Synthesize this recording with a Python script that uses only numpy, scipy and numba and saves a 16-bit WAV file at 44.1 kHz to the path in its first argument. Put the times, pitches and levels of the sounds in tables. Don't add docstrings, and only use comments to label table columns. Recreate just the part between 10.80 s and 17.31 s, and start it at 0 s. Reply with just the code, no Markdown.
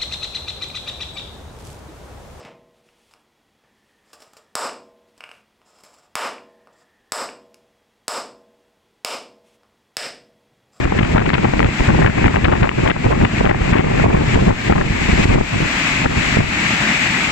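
import sys
import numpy as np
from scipy import signal
from scipy.fft import rfft, irfft
from scipy.io import wavfile
from scipy.ndimage import uniform_filter1d, minimum_filter1d
from numba import njit

SR = 44100
rng = np.random.default_rng(int(sys.argv[2]) if len(sys.argv) > 2 else 0)


def wav_out(sig):
    wavfile.write(sys.argv[1], SR, np.round(np.clip(np.atleast_2d(sig).T, -1, 1) * 32767).astype(np.int16))


N = 287091

# time_s, roar_db, extra_treble_db
BLOWER_LEVELS = [(0, -12.5, -2.5), (0.5, -12, -3), (1.04, -11, -0.5), (1.25, -11, -2.5), (1.5, -9, -4.5),
                 (2, -9, -3), (2.5, -9, -3.5), (2.8, -8, -3.5), (3, -10, -1.5), (3.2, -13, -1.5),
                 (3.5, -13, 0.5), (3.75, -10.5, 0.5), (4, -12.5, 3.5), (4.2, -15.5, 4), (4.35, -18, 4),
                 (4.55, -15.5, 3), (4.67, -13, 4), (4.83, -16, 3.5), (5, -18.5, 4), (5.12, -20.5, 4.5),
                 (5.25, -19, 0.5), (5.4, -19, 4.5), (5.55, -19.5, 3), (5.66, -17.5, 1), (5.8, -20, 4.5),
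                 (6.1, -20, 4.5), (6.3, -20.5, 4.5), (6.51, -20.5, 4)]
# pitch_hz, level_db (per Hz)
ROAR_COLOUR = [(20, -26), (40, -4), (80, -6), (130, -0.5), (200, 2.5), (300, -2.5), (450, -16), (650, -9.5),
               (1000, -10.5), (1500, -9), (1800, -6), (2150, -4.5), (2600, -6.5), (3100, -14), (6000, -25)]
# pitch_hz, left_minus_right_db
ROAR_BALANCE = [(60, 0.5), (92, 0.5), (140, 0.0), (210, 0.0), (330, -0.5), (500, 1.0), (760, 4.5),
                (1160, 2.5), (1770, 6.5), (2700, 6.0), (4120, -0.5), (6290, 0.0), (9600, 7.5), (14600, 0.5)]
# pitch_hz, likeness (1 same, 0 unrelated)
ROAR_LIKENESS = [(60, 0.92), (110, 0.92), (200, 0.94), (380, 0.68), (690, 0.28), (1270, 0.37), (2340, -0.1),
                 (4320, 0.03), (7950, 0.01), (14600, 0.01)]
# pitch_hz, width_hz, swing_db, rate_hz (speed limit of the swelling)
NOZZLE_HUMPS = [(1800, 300, 1.5, 5), (2150, 300, 1.5, 6), (2500, 350, 1.5, 5)]
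# time_s, level_db
WIND_LEVELS = [(0, -7), (0.25, -10.5), (0.5, -6.5), (0.72, -14), (0.84, 2.5), (0.96, -26), (1.22, -4),
               (1.5, -18), (1.68, -2), (1.86, -12), (2.04, -5.5), (2.2, -11.5), (2.4, -1.5), (2.52, -20),
               (2.66, -5.5), (3.2, -7), (3.48, -10.5), (3.8, -16.5), (3.98, -0.5), (4.35, -26.5),
               (4.56, -1.5), (4.7, -22), (5.1, -39), (5.3, -20), (5.9, -35), (6.51, -41)]
# peak_s, level_db, width_ms (before rise and fall stretch it)
BUFFET_LUMPS = [(0.033, -11, 11), (0.06, 0, 14), (0.164, -3, 13), (0.212, 6.5, 9.4), (0.232, -5.5, 8.5),
                (0.296, -8, 7.3), (0.352, -6, 14), (0.393, 0.5, 27), (0.478, -5, 13), (0.537, -9, 12),
                (0.555, -3.5, 9.6), (0.59, 1.5, 10.5), (0.646, -2, 32), (0.687, -1.5, 10), (0.737, 0.5, 10),
                (0.851, 0, 11), (0.887, -3, 8.4), (1.008, -3.5, 23), (1.065, -11, 14), (1.103, 5, 22),
                (1.143, -1, 26), (1.194, -4, 20), (1.253, 1, 14), (1.281, -5, 11), (1.299, -4.5, 11),
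                (1.384, -4.5, 23), (1.455, 0.5, 48), (1.508, 0, 8.6), (1.543, 0, 7.1), (1.573, 2.5, 22),
                (1.65, 0, 15), (1.685, 4.5, 18), (1.726, 6, 11), (1.831, 6, 37), (1.892, -2, 7.7),
                (1.983, 0, 15), (2.035, -4.5, 20), (2.111, 8.5, 12), (2.166, -6.5, 11), (2.196, -10, 6.2),
                (2.261, 3, 16), (2.288, -3, 20), (2.334, 1.5, 9.9), (2.365, -20, 8.9), (2.405, -4, 7.7),
                (2.438, -0.5, 37), (2.54, -6.5, 18), (2.609, 0.5, 12), (2.665, 5, 17), (2.713, 0, 20),
                (2.76, 0, 10), (2.82, -9, 28), (2.844, -10, 9.4), (2.879, -20, 8), (2.927, 6, 8.1),
                (2.995, 5, 9.1), (3.042, -4, 15), (3.067, -1.5, 15), (3.137, -6, 8.1), (3.179, -12, 12.8),
                (3.26, 0.5, 31), (3.297, -0.5, 20), (3.347, 5, 8.5), (3.374, 1.5, 11), (3.413, -3, 24),
                (3.481, -7.5, 7.4), (3.561, 0.5, 31), (3.623, -1, 31), (3.683, 3.5, 24), (3.707, 9.5, 10),
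                (3.729, -4, 16), (3.75, -10, 16), (3.9, 3, 10), (3.924, -0.5, 23), (3.958, 2, 11),
                (4.02, 0.5, 12), (4.108, -13, 13), (4.165, -13, 8.9), (4.186, -10.5, 6.8), (4.216, -7, 7.6),
                (4.258, -12, 9.1), (4.292, -5.5, 16.4), (4.331, -7.5, 15), (4.358, -7, 7.2),
                (4.378, -11, 7.8), (4.398, -7.5, 18), (4.457, -6.5, 6.6), (4.502, -2.5, 23),
                (4.558, 2, 7.3), (4.58, 4.5, 9), (4.61, 9, 5.2), (4.64, -11, 20), (4.7, -16, 30),
                (4.735, -8.5, 14), (4.757, -7.5, 26), (4.782, -13.5, 8.7), (4.807, -10, 12),
                (4.827, -8, 17), (4.859, -14, 9.1), (5.263, -16, 20), (5.312, -16, 11), (5.374, -13.5, 22),
                (5.49, -27, 7.7), (5.572, -9.5, 9), (5.59, -11, 17), (5.605, -12, 18), (5.635, -17, 35),
                (5.68, -21, 30)]
# pitch_hz, level_db (per Hz)
RUMBLE_COLOUR = [(12, 3.5), (25, -7), (40, 2.5), (80, 1), (150, 2), (250, -4.5), (400, -10.5), (700, -21),
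                 (1500, -54), (5000, -110)]
# pitch_hz, level_db (per Hz)
THUMP_COLOUR = [(12, 5.5), (25, -10), (60, 0), (110, 11), (200, -39), (600, -65)]
# pitch_hz, level_db (per Hz)
OPPOSED_COLOUR = [(20, -14), (35, -13), (60, -5), (130, 2), (220, 4), (350, -13), (700, -41), (3000, -100)]
# pitch_hz, level_db (per Hz)
RUSH_COLOUR = [(40, -13), (100, 1), (200, -10.5), (350, 3), (600, -1), (1000, -6.5), (1800, -24),
               (3500, -46), (9000, -110)]
# middle_s, level_db, half_width_ms (before the stretches below)
HARD_KNOCKS = [(0.0534, 5.5, 2.9), (0.1918, 9, 0.85), (0.231, 9, 1.6), (0.35, 12.5, 1.52),
               (0.5377, 6.5, 1.1), (0.6466, 6.5, 0.66), (0.7365, 2.5, 1.1), (0.855, 5.5, 2.3),
               (1.0112, 3, 1.5), (1.0833, 7, 1.9), (1.2492, 10.5, 1.5), (1.4168, 4.5, 0.86),
               (1.4526, 10, 0.73), (1.6439, 12.5, 2), (1.726, 7.5, 1.1), (1.8218, 12.5, 1.8),
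               (2.262, 7, 0.31), (2.404, 4, 0.41), (2.6084, 4, 0.65), (2.8183, 9.5, 2.2), (2.9251, 13, 1.5),
               (2.9556, 12.5, 0.87), (2.9945, 11.5, 0.97), (3.2655, 9.5, 1.4), (3.3476, 9, 0.87),
               (3.4102, 4.5, 0.82), (3.5569, 9, 2.3), (3.6234, 7, 1.3), (3.6801, 8, 1.2), (3.7059, 14, 0.9),
               (3.8975, 10, 0.85), (3.9237, 14.5, 1.1), (3.9564, 7, 1.4), (4.0155, -2, 0.52),
               (4.1078, 8, 1.35), (4.2918, -2.5, 1.8), (4.3332, 4.5, 1.9), (4.395, -2, 1.4),
               (4.456, 5, 1.3), (4.5571, 11, 1.16), (4.611, 4.5, 3), (4.761, 1, 1.3), (4.8048, -3.5, 0.58),
               (5.2642, 0, 0.8), (5.5708, 0, 1.26), (5.59, -7, 1.3)]
# (bright part over dull part, before TEAR_BRIGHT_DB)
STRONG_TEARS = [(0.054,-3.5,6.5,-2), (0.075,0,4.3,-10), (0.123,3.5,4.5,-24), (0.19,2,9,4), (0.213,2,3,-6),
                (0.231,0.5,3.6,3), (0.249,-6,3.8,4), (0.35,2.5,4,-16), (0.361,5,10,-10), (0.369,-4,4.4,-11),
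                (0.381,9,6.1,-3.5), (0.394,1,3.7,-1), (0.403,-1,4.2,0), (0.416,4,9.4,-16), (0.459,0,2.4,-3),
                (0.464,-4.5,5.7,4.5), (0.493,3,2.2,-6), (0.503,7,2.2,3.5), (0.534,6.5,3.5,1), (0.542,1,5,4),
                (0.552,-2,6.4,3), (0.582,-1.5,5.5,-0.5), (0.633,-2,3.6,-11), (0.646,7.5,4.1,-7),
                (0.653,5.5,5.9,-9), (0.737,7.5,1.6,-10), (0.794,6.5,2.4,0), (0.804,7.5,2.4,2),
                (0.829,12,2.3,0), (0.845,-2.5,3.6,8), (0.861,-4,8.6,-2), (1.006,-1,3.5,-4),
                (1.088,1,14,-21), (1.105,6,3.9,-13), (1.147,-5,5.4,-9), (1.183,-8,2.1,-13),
                (1.199,-6,2.2,-24), (1.219,2,7.6,-27), (1.227,0,5.1,-2), (1.246,8,4.9,-22), (1.263,10,3,-4),
                (1.273,1,9.4,1), (1.281,3,3.5,-8), (1.299,-0.5,4.1,-4), (1.381,-1.5,9.4,-9),
                (1.443,8.5,2.5,-13), (1.461,0,12,-2), (1.481,3.5,4.2,2.5), (1.495,-3,2.9,-10),
                (1.545,2,6.8,-18), (1.561,0.5,9.4,-0.5), (1.569,4,5,-8), (1.584,-9,6.6,-2), (1.646,3,5.7,5),
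                (1.653,6,10,3.5), (1.684,6,2.3,-5.5), (1.696,-2,5.3,-8), (1.717,4,4,-8), (1.724,7.5,10,-4),
                (1.736,5,8.4,-9), (1.754,1,11,-17), (1.809,-11,3.6,-6), (1.831,8.5,6.6,3),
                (1.842,8.5,7.9,-6), (1.854,3.5,5.2,-5), (1.873,3,4.7,-7), (1.892,6,2.6,4.5),
                (1.914,-1,4.7,-9), (1.986,1,11,-22), (2.035,-5,4.5,-7), (2.053,-1,4.1,-15),
                (2.061,4.5,5.9,-17), (2.068,-1,3.7,-11), (2.076,1,4.9,6), (2.088,1,16,-14), (2.1,4,5.6,10),
                (2.107,2.5,8.2,5.5), (2.115,0,3,9), (2.165,1.5,6,-13), (2.245,0,12,-22), (2.265,1,8.8,-28),
                (2.318,3,11,-14), (2.328,4.5,8.8,-10), (2.354,2.5,3.1,-6), (2.388,-5,3.3,-11),
                (2.405,-5,2.7,-11), (2.414,3.5,2.9,-14), (2.45,9,5.2,0), (2.607,5,3.7,-14), (2.654,13,3,-3),
                (2.663,7,7.2,-6), (2.674,9.5,2,-7), (2.694,7,9.5,-4), (2.712,14,5.8,-11), (2.729,3,2.7,-25),
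                (2.747,3,3.6,-15), (2.817,2,4.5,-9), (2.927,6,6.8,-5), (2.934,2,8.8,3), (2.943,5,7.4,2),
                (2.955,5,8.1,-15), (2.965,4,13,-5), (2.982,2.5,8.6,2.5), (2.994,8,3.4,-1),
                (3.002,4,14,-4.5), (3.043,-3,6.6,-12), (3.071,1.5,5.9,-16), (3.198,2.5,5.7,-14),
                (3.264,4,2.8,-20), (3.304,-4.5,6.6,-13), (3.332,4,2.3,-18), (3.348,6,4,-24),
                (3.355,-5,5.7,-12), (3.367,1,3.7,-6), (3.376,-7,6.8,-9), (3.387,-3,5.6,-17),
                (3.414,-7,4.2,-15), (3.558,4.5,5.7,-10), (3.593,-3,15,-21), (3.69,2,9.1,-10),
                (3.707,5,3.7,-9), (3.714,5,3.5,-4), (3.726,-2,4,-11), (3.9,5,8.3,-13), (3.913,0,4.9,-10),
                (3.924,12,4.1,-8), (3.935,2,5.9,-6), (3.959,9,6.4,-25), (3.981,1,14,-10),
                (4.012,6.5,10.8,-18), (4.558,-3,4.2,-4), (4.611,-3,8.9,-23), (5.259,3.5,6,-25),
                (5.606,-6,6.5,-9)]
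# pitch_hz, level_db (per Hz)
DULL_COLOUR = [(200, -4.5), (450, 3.5), (800, 2.5), (1300, -7), (1900, -8.5), (2800, -54), (4500, -52),
               (9000, -100)]
# pitch_hz, level_db (per Hz)
BRIGHT_COLOUR = [(1000, 3), (1700, 9.5), (2300, 11.5), (3000, 2), (4200, -15), (5500, -22), (7000, -50),
                 (9000, -56)]
# peak_s, peak_db, pitch_hz, fade_ms
SHARP_SNAPS = [(0.0538, 11, 1200, 0.6), (0.055, 4.5, 1620, 1.2), (0.0745, 0, 1750, 0.6),
               (0.1228, 4, 1100, 0.7), (0.1807, 1, 1850, 0.6), (0.1902, 7, 1980, 0.6),
               (0.1936, -2, 1980, 0.6), (0.1973, 0, 1990, 0.6), (0.2307, 6, 1890, 0.6),
               (0.348, 7, 1000, 0.86), (0.3696, 1, 1630, 0.6), (0.3788, 12, 1500, 0.7),
               (0.3811, 6, 2020, 0.6), (0.3945, 8, 1650, 0.68), (0.4203, 2, 1500, 0.6),
               (0.424, 5, 1870, 0.6), (0.4644, 6, 2400, 0.55), (0.4929, 8, 1770, 0.66),
               (0.4934, -2, 3770, 0.23), (0.4975, -7, 3800, 0.4), (0.5027, 4, 1880, 0.6),
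               (0.5336, -3, 1350, 0.6), (0.5405, 5, 3000, 0.6), (0.5415, 6, 4000, 0.3),
               (0.543, 3, 2310, 0.54), (0.5447, 7, 2300, 0.7), (0.5479, 7, 2390, 0.6),
               (0.5517, 4, 1740, 0.6), (0.583, -1, 2150, 0.55), (0.645, 3, 1200, 0.7),
               (0.652, -4, 1430, 0.6), (0.7347, 2, 1610, 0.6), (0.7926, 1, 1830, 0.67),
               (0.8295, 4, 1660, 0.67), (0.8675, 0, 1940, 0.69), (0.9908, -1, 2310, 0.6),
               (1.0064, -1, 1870, 0.51), (1.1006, 0, 1800, 0.6), (1.1048, 2, 1170, 0.6),
               (1.2271, 4, 1720, 0.6), (1.246, 11, 1300, 0.59), (1.247, -1, 1790, 0.6),
               (1.2595, 7, 1830, 0.6), (1.2626, 10, 1830, 0.69), (1.281, 1, 1600, 0.6),
               (1.2986, 2, 1870, 0.6), (1.3047, 4, 1910, 0.6), (1.4434, 10, 1700, 0.73),
               (1.4526, 6, 1980, 0.6), (1.4583, 9, 2250, 0.6), (1.4615, 1, 1610, 0.6),
               (1.4807, 3, 1950, 0.55), (1.543, 6, 1100, 0.7), (1.561, 11, 2050, 0.55),
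               (1.6443, 7, 2000, 0.8), (1.6465, 1, 2060, 0.6), (1.6478, 10, 3530, 0.6),
               (1.6512, 8, 2100, 0.8), (1.6536, 5, 2010, 0.6), (1.6588, -2, 1200, 0.5),
               (1.6842, 4, 1510, 0.6), (1.723, 4, 1730, 0.6), (1.7274, 7, 1840, 0.6),
               (1.8248, 10, 1860, 0.6), (1.8307, -4, 1800, 0.6), (1.8323, 5, 3530, 0.44),
               (1.8345, 6, 1740, 0.6), (1.8419, 12, 1490, 0.6), (1.8737, 6, 1990, 0.6),
               (1.8927, 16, 1900, 0.6), (1.9815, -3, 1900, 0.53), (2.0356, -3, 1870, 0.55),
               (2.0763, 2, 2190, 0.6), (2.0997, 6, 1760, 0.65), (2.1028, 7, 3300, 0.7),
               (2.104, 6, 2480, 0.48), (2.1053, 11, 2300, 0.9), (2.1064, 9, 2600, 0.8),
               (2.1066, 17, 2090, 0.6), (2.1142, 1, 2600, 0.8), (2.1155, 2, 2180, 0.6),
               (2.3224, 6, 1710, 0.6), (2.3263, 3, 2050, 0.6), (2.3294, 0, 1720, 0.6),
               (2.4494, 4, 1780, 1.1), (2.5124, 0, 2040, 0.6), (2.5839, 5, 2380, 0.6),
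               (2.6493, 10, 1300, 0.65), (2.6536, 9, 1510, 0.65), (2.6628, 2, 1780, 0.6),
               (2.695, 13, 1840, 0.68), (2.7055, 10, 1620, 0.6), (2.7089, 5, 1720, 0.6),
               (2.7117, 7, 1590, 0.6), (2.9268, 1, 1200, 0.94), (2.9285, 6, 1770, 0.6),
               (2.9322, 5, 2100, 0.55), (2.9348, 3, 2160, 0.5), (2.9437, -1, 1710, 0.6),
               (2.9639, 7, 1890, 0.6), (2.9824, 7, 2070, 0.6), (2.9988, 2, 1970, 0.6),
               (3.0025, 2, 1950, 0.6), (3.1758, 0, 2330, 0.65), (3.5361, -3, 2190, 0.51),
               (3.5447, 1, 2160, 0.6), (3.5577, 1, 1920, 0.67), (3.6929, 2, 1440, 0.6),
               (3.7139, 6, 1910, 0.65), (3.9009, 4, 1300, 0.6), (3.9058, 1, 1420, 0.6),
               (3.9238, 6, 1620, 0.54), (3.935, 7, 1610, 0.6), (3.9567, 0, 1490, 0.6),
               (4.0094, -1, 1750, 0.6), (4.0128, 10, 1990, 0.6), (5.2581, -4, 1610, 0.53),
               (5.2595, -2, 1010, 1.5), (5.6057, -2, 1530, 0.3)]
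# peak_s, level_db, width_ms (before rise and fall)
STRONG_FLUTTERS = [(0.124, 4, 5.1), (0.153, 0, 2.6), (0.354, 3, 6.9), (0.379, 5, 4.8), (0.535, -6, 17),
                   (0.649, -3, 37), (1.191, 6, 4.6), (1.46, 2, 13), (1.653, -9, 8.5), (1.729, 4, 12),
                   (2.108, 4.5, 18), (2.266, 10, 2.7), (2.312, 3, 19), (2.44, 1, 4.6), (2.612, 4.5, 11),
                   (2.647, 6, 10), (2.748, 1, 16), (3.043, 2.5, 11), (3.243, 7, 8.6), (3.263, 8, 9.1),
                   (3.312, -4, 32), (3.349, -4.5, 62), (3.576, 3, 11), (4.56, 5, 4.9), (4.611, 1, 12),
                   (5.259, -15, 41), (5.572, -2, 6.5)]
# pitch_hz, level_db
LEFT_INTO_RIGHT = [(100, 0), (400, -2), (800, -6), (1500, -11), (2500, -15), (4000, -24)]
# pitch_hz, lag_radians
MIX_PHASE_LAG = [(150, 0), (300, .8), (450, 1.05), (800, .65), (1400, .6), (2300, 0)]
# pitch_hz, level_db
MIC_TOP = [(6000, 1), (6900, 4), (7800, 3.5), (8400, -13), (9200, -24), (10000, -33.5), (10600, -16.5),
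           (12000, -22), (15000, -22)]

SMALL_TEARS = dict(count=25, over_db=-5, spread_db=5, width_ms=3)
SMALL_FLUTTERS = dict(count=45, over_db=-1.5, spread_db=5, width_ms=2.8)
SMALL_TEAR_BRIGHT_DB, TEAR_BRIGHT_DB = -21, -2.5
KNOCK_STEEPNESS, SUCK_STRETCH, PUSH_STRETCH = 1.5, 1.8, 1.3
SNAP_RISE_MS = 0.23
PORT_LAG = 27
BASS_CUT_HZ, CUTOFF_HZ = 18, 15220


def from_db(db):
    return 10 ** (np.asarray(db) / 20)


def rms_one(x):
    return x / np.sqrt(np.mean(x ** 2) + 1e-20)


def in_time(rows):
    s, *columns = np.transpose(rows)
    t = np.arange(N) / SR
    return [np.interp(t, s, column) for column in columns]


def at_hz(points):
    table_hz, values = np.transpose(points)
    hz = np.maximum(np.arange(N // 2 + 1) * SR / N, 1)
    return np.interp(np.log(hz), np.log(np.maximum(table_hz, 1)), values)


def colour(x, points):
    return irfft(rfft(x) * from_db(at_hz(points)), N)


def drift(rate_hz):
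    lowpass = signal.butter(2, rate_hz, fs=SR, output="sos")
    slow = signal.sosfilt(lowpass, rng.standard_normal(N + SR))
    return rms_one(slow[SR:])


def turbulence(points, even_s):
    x = colour(rng.standard_normal(N), points)
    span = max(int(even_s * SR), 8)
    power = uniform_filter1d(uniform_filter1d(x ** 2, span), span)
    return rms_one(x / np.sqrt(power + 1e-12))


def swells(times, level_db, width_ms, rise, fall):
    power = np.zeros(N)
    for s, db, ms in zip(times, level_db, width_ms):
        span = ms * SR / 1000
        first = max(int(s * SR - 4 * rise * span), 0)
        last = min(int(s * SR + 4 * fall * span), N)
        at = np.arange(first, last)
        since = (at - s * SR) / span
        side = np.where(since < 0, rise, fall)
        power[at] += from_db(2 * db) * np.exp(-.5 * (since / side) ** 2)
    return np.sqrt(power)


def small_eddies(count, over_db, spread_db, width_ms):
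    when, louder, wider = rng.uniform(0, 1, (count, 3)).T
    s = when * N / SR
    wind_db = np.interp(s, *np.transpose(WIND_LEVELS))
    chance_db = spread_db * np.log(louder / (1 - louder)) / 2
    return np.transpose([s, wind_db + over_db + chance_db, width_ms * (.5 + wider)])


def blowers():
    roar_db, treble_db = in_time(BLOWER_LEVELS)
    mid, side = rfft(rng.standard_normal((2, N)))
    alike = np.clip(at_hz(ROAR_LIKENESS), -1, 1)
    sign = np.array([[1], [-1]])
    pair = np.sqrt(1 + alike) * mid + sign * np.sqrt(1 - alike) * side
    pair = pair * from_db(at_hz(ROAR_COLOUR) + sign * at_hz(ROAR_BALANCE) / 2)
    air = wavering(rms_one(irfft(pair, N)))
    low = signal.sosfiltfilt(signal.butter(1, 1200, fs=SR, output="sos"), air)
    low_flicker = from_db(1.5 * drift(12))
    treble_gain = from_db(treble_db + 0.52 * drift(27))
    return from_db(roar_db) * (low * low_flicker + treble_gain * (air - low))


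def wavering(air):
    out = air
    for hz, width_hz, swing_db, rate_hz in NOZZLE_HUMPS:
        edges = [hz - width_hz / 2, hz + width_hz / 2]
        hump = signal.sosfiltfilt(signal.butter(1, edges, "band", fs=SR, output="sos"), air)
        out = out + hump * (from_db(swing_db * drift(rate_hz)) - 1)
    return out


def buffeting():
    s, db, ms = np.transpose(BUFFET_LUMPS)
    lumps = swells(s, db, ms, rise=0.32, fall=0.42)
    push = np.hypot(from_db(in_time(WIND_LEVELS)[0]), lumps)
    rumble = push * from_db(-1.5 + 1.94 * drift(31.5)) * turbulence(RUMBLE_COLOUR, even_s=0.028)
    rumble += lumps * from_db(-6.5) * turbulence(THUMP_COLOUR, even_s=0.1)
    rumble += knocks()
    opposed = push * from_db(-8.0) * turbulence(OPPOSED_COLOUR, even_s=0.095)
    left_rush = push * from_db(-6.0 + 3.5 * drift(61)) * turbulence(RUSH_COLOUR, even_s=0.014)
    right_rush = push * from_db(-30.0 + 3.3 * drift(60)) * turbulence(RUSH_COLOUR, even_s=0.0085)
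    return rumble, opposed, left_rush, right_rush


def knocks():
    out = np.zeros(N)
    for s, db, ms in HARD_KNOCKS:
        at = np.arange(max(int((s - .03) * SR), 0), min(int((s + .03) * SR), N))
        since = (at / SR - s) * 1000 / ms
        stretch = np.where(since < 0, SUCK_STRETCH, PUSH_STRETCH)
        slam = np.tanh(KNOCK_STEEPNESS * since)
        out[at] += from_db(db) * slam * np.exp(-.5 * (since / stretch) ** 2)
    return out


def tears():
    small = [(*row, SMALL_TEAR_BRIGHT_DB) for row in small_eddies(**SMALL_TEARS)]
    s, db, ms, bright_db = np.vstack([STRONG_TEARS, small]).T
    ragged = from_db(3 * np.clip(drift(450), -3, 1.8) - 1.5)
    dull = swells(s, db, ms, rise=.2, fall=.45) * turbulence(DULL_COLOUR, even_s=.003)
    bright_envelope = swells(s, db + bright_db + TEAR_BRIGHT_DB, ms, rise=.2, fall=.4)
    bright = bright_envelope * turbulence(BRIGHT_COLOUR, even_s=.003)
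    return ragged * (dull + bright)


def snaps():
    out = np.zeros(N)
    for (s, db, hz, ms), turn in zip(SHARP_SNAPS, rng.uniform(0, 1, len(SHARP_SNAPS))):
        at = np.arange(max(int((s - .003) * SR), 0), min(int((s + .012) * SR), N))
        since = at / SR - s
        rise = np.exp(-.5 * (since * 1000 / SNAP_RISE_MS) ** 2)
        fade = np.exp(-np.abs(since) * 1000 / max(ms, .1))
        shape = np.where(since < 0, rise, fade)
        flip = np.round(turn) / 2
        out[at] += from_db(db) * shape * np.cos(2 * np.pi * (hz * since + flip))
    return out


def flutters():
    s, db, ms = np.vstack([STRONG_FLUTTERS, small_eddies(**SMALL_FLUTTERS)]).T
    return swells(s, db, ms, rise=0.22, fall=0.16) * turbulence(RUSH_COLOUR, even_s=0.04)


def across(x):
    turn = from_db(at_hz(LEFT_INTO_RIGHT)) * np.exp(-1j * at_hz(MIX_PHASE_LAG))
    return np.roll(irfft(rfft(x) * turn, N), PORT_LAG)


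def scene():
    rumble, opposed, left_rush, right_rush = buffeting()
    torn = left_rush + tears() + snaps()
    fluttered = right_rush + flutters()
    left = rumble + opposed + torn - from_db(-10.5) * fluttered
    right = np.roll(rumble, PORT_LAG) - opposed + across(torn) + fluttered
    return blowers() + np.array([left, right])


@njit
def duck(over_db, start_db, attack, release, creep_db):
    out, cut = np.empty_like(over_db), start_db
    for i in range(len(over_db)):
        if over_db[i] > cut:
            cut += attack * (over_db[i] - cut)
        else:
            cut = max(over_db[i], cut - release * cut - creep_db)
        out[i] = -cut
    return out


def limiter(x, ceiling_db, start_db, attack_s, release_s, creep_db_per_s, ahead_s):
    half = max(int(ahead_s * SR / 2), 2)
    loudest = np.abs(x).max(axis=0)
    peak = -minimum_filter1d(-loudest, 2 * half + 1, origin=1 - half)
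    over_db = np.maximum(20 * np.log10(peak + 1e-9) - ceiling_db, 0)
    attack, release = 1 / (attack_s * SR), 1 / (release_s * SR)
    return x * from_db(duck(over_db, start_db, attack, release, max(creep_db_per_s, 0) / SR))


def record(dry):
    bass_cut = signal.butter(2, BASS_CUT_HZ, "high", fs=SR, output="sos")
    heard = signal.sosfilt(bass_cut, colour(dry, MIC_TOP))
    wet = limiter(heard, ceiling_db=-.3, start_db=12.1, attack_s=0.0054, release_s=0.56,
                  creep_db_per_s=26.0, ahead_s=0.009)
    full_scale, knee = .99, 12
    rounded = wet / (1 + np.abs(wet / full_scale) ** knee) ** (1 / knee)
    return signal.sosfilt(signal.cheby2(20, 60, CUTOFF_HZ, fs=SR, output="sos"), rounded)


dry = scene()
out = record(dry)
wav_out(out)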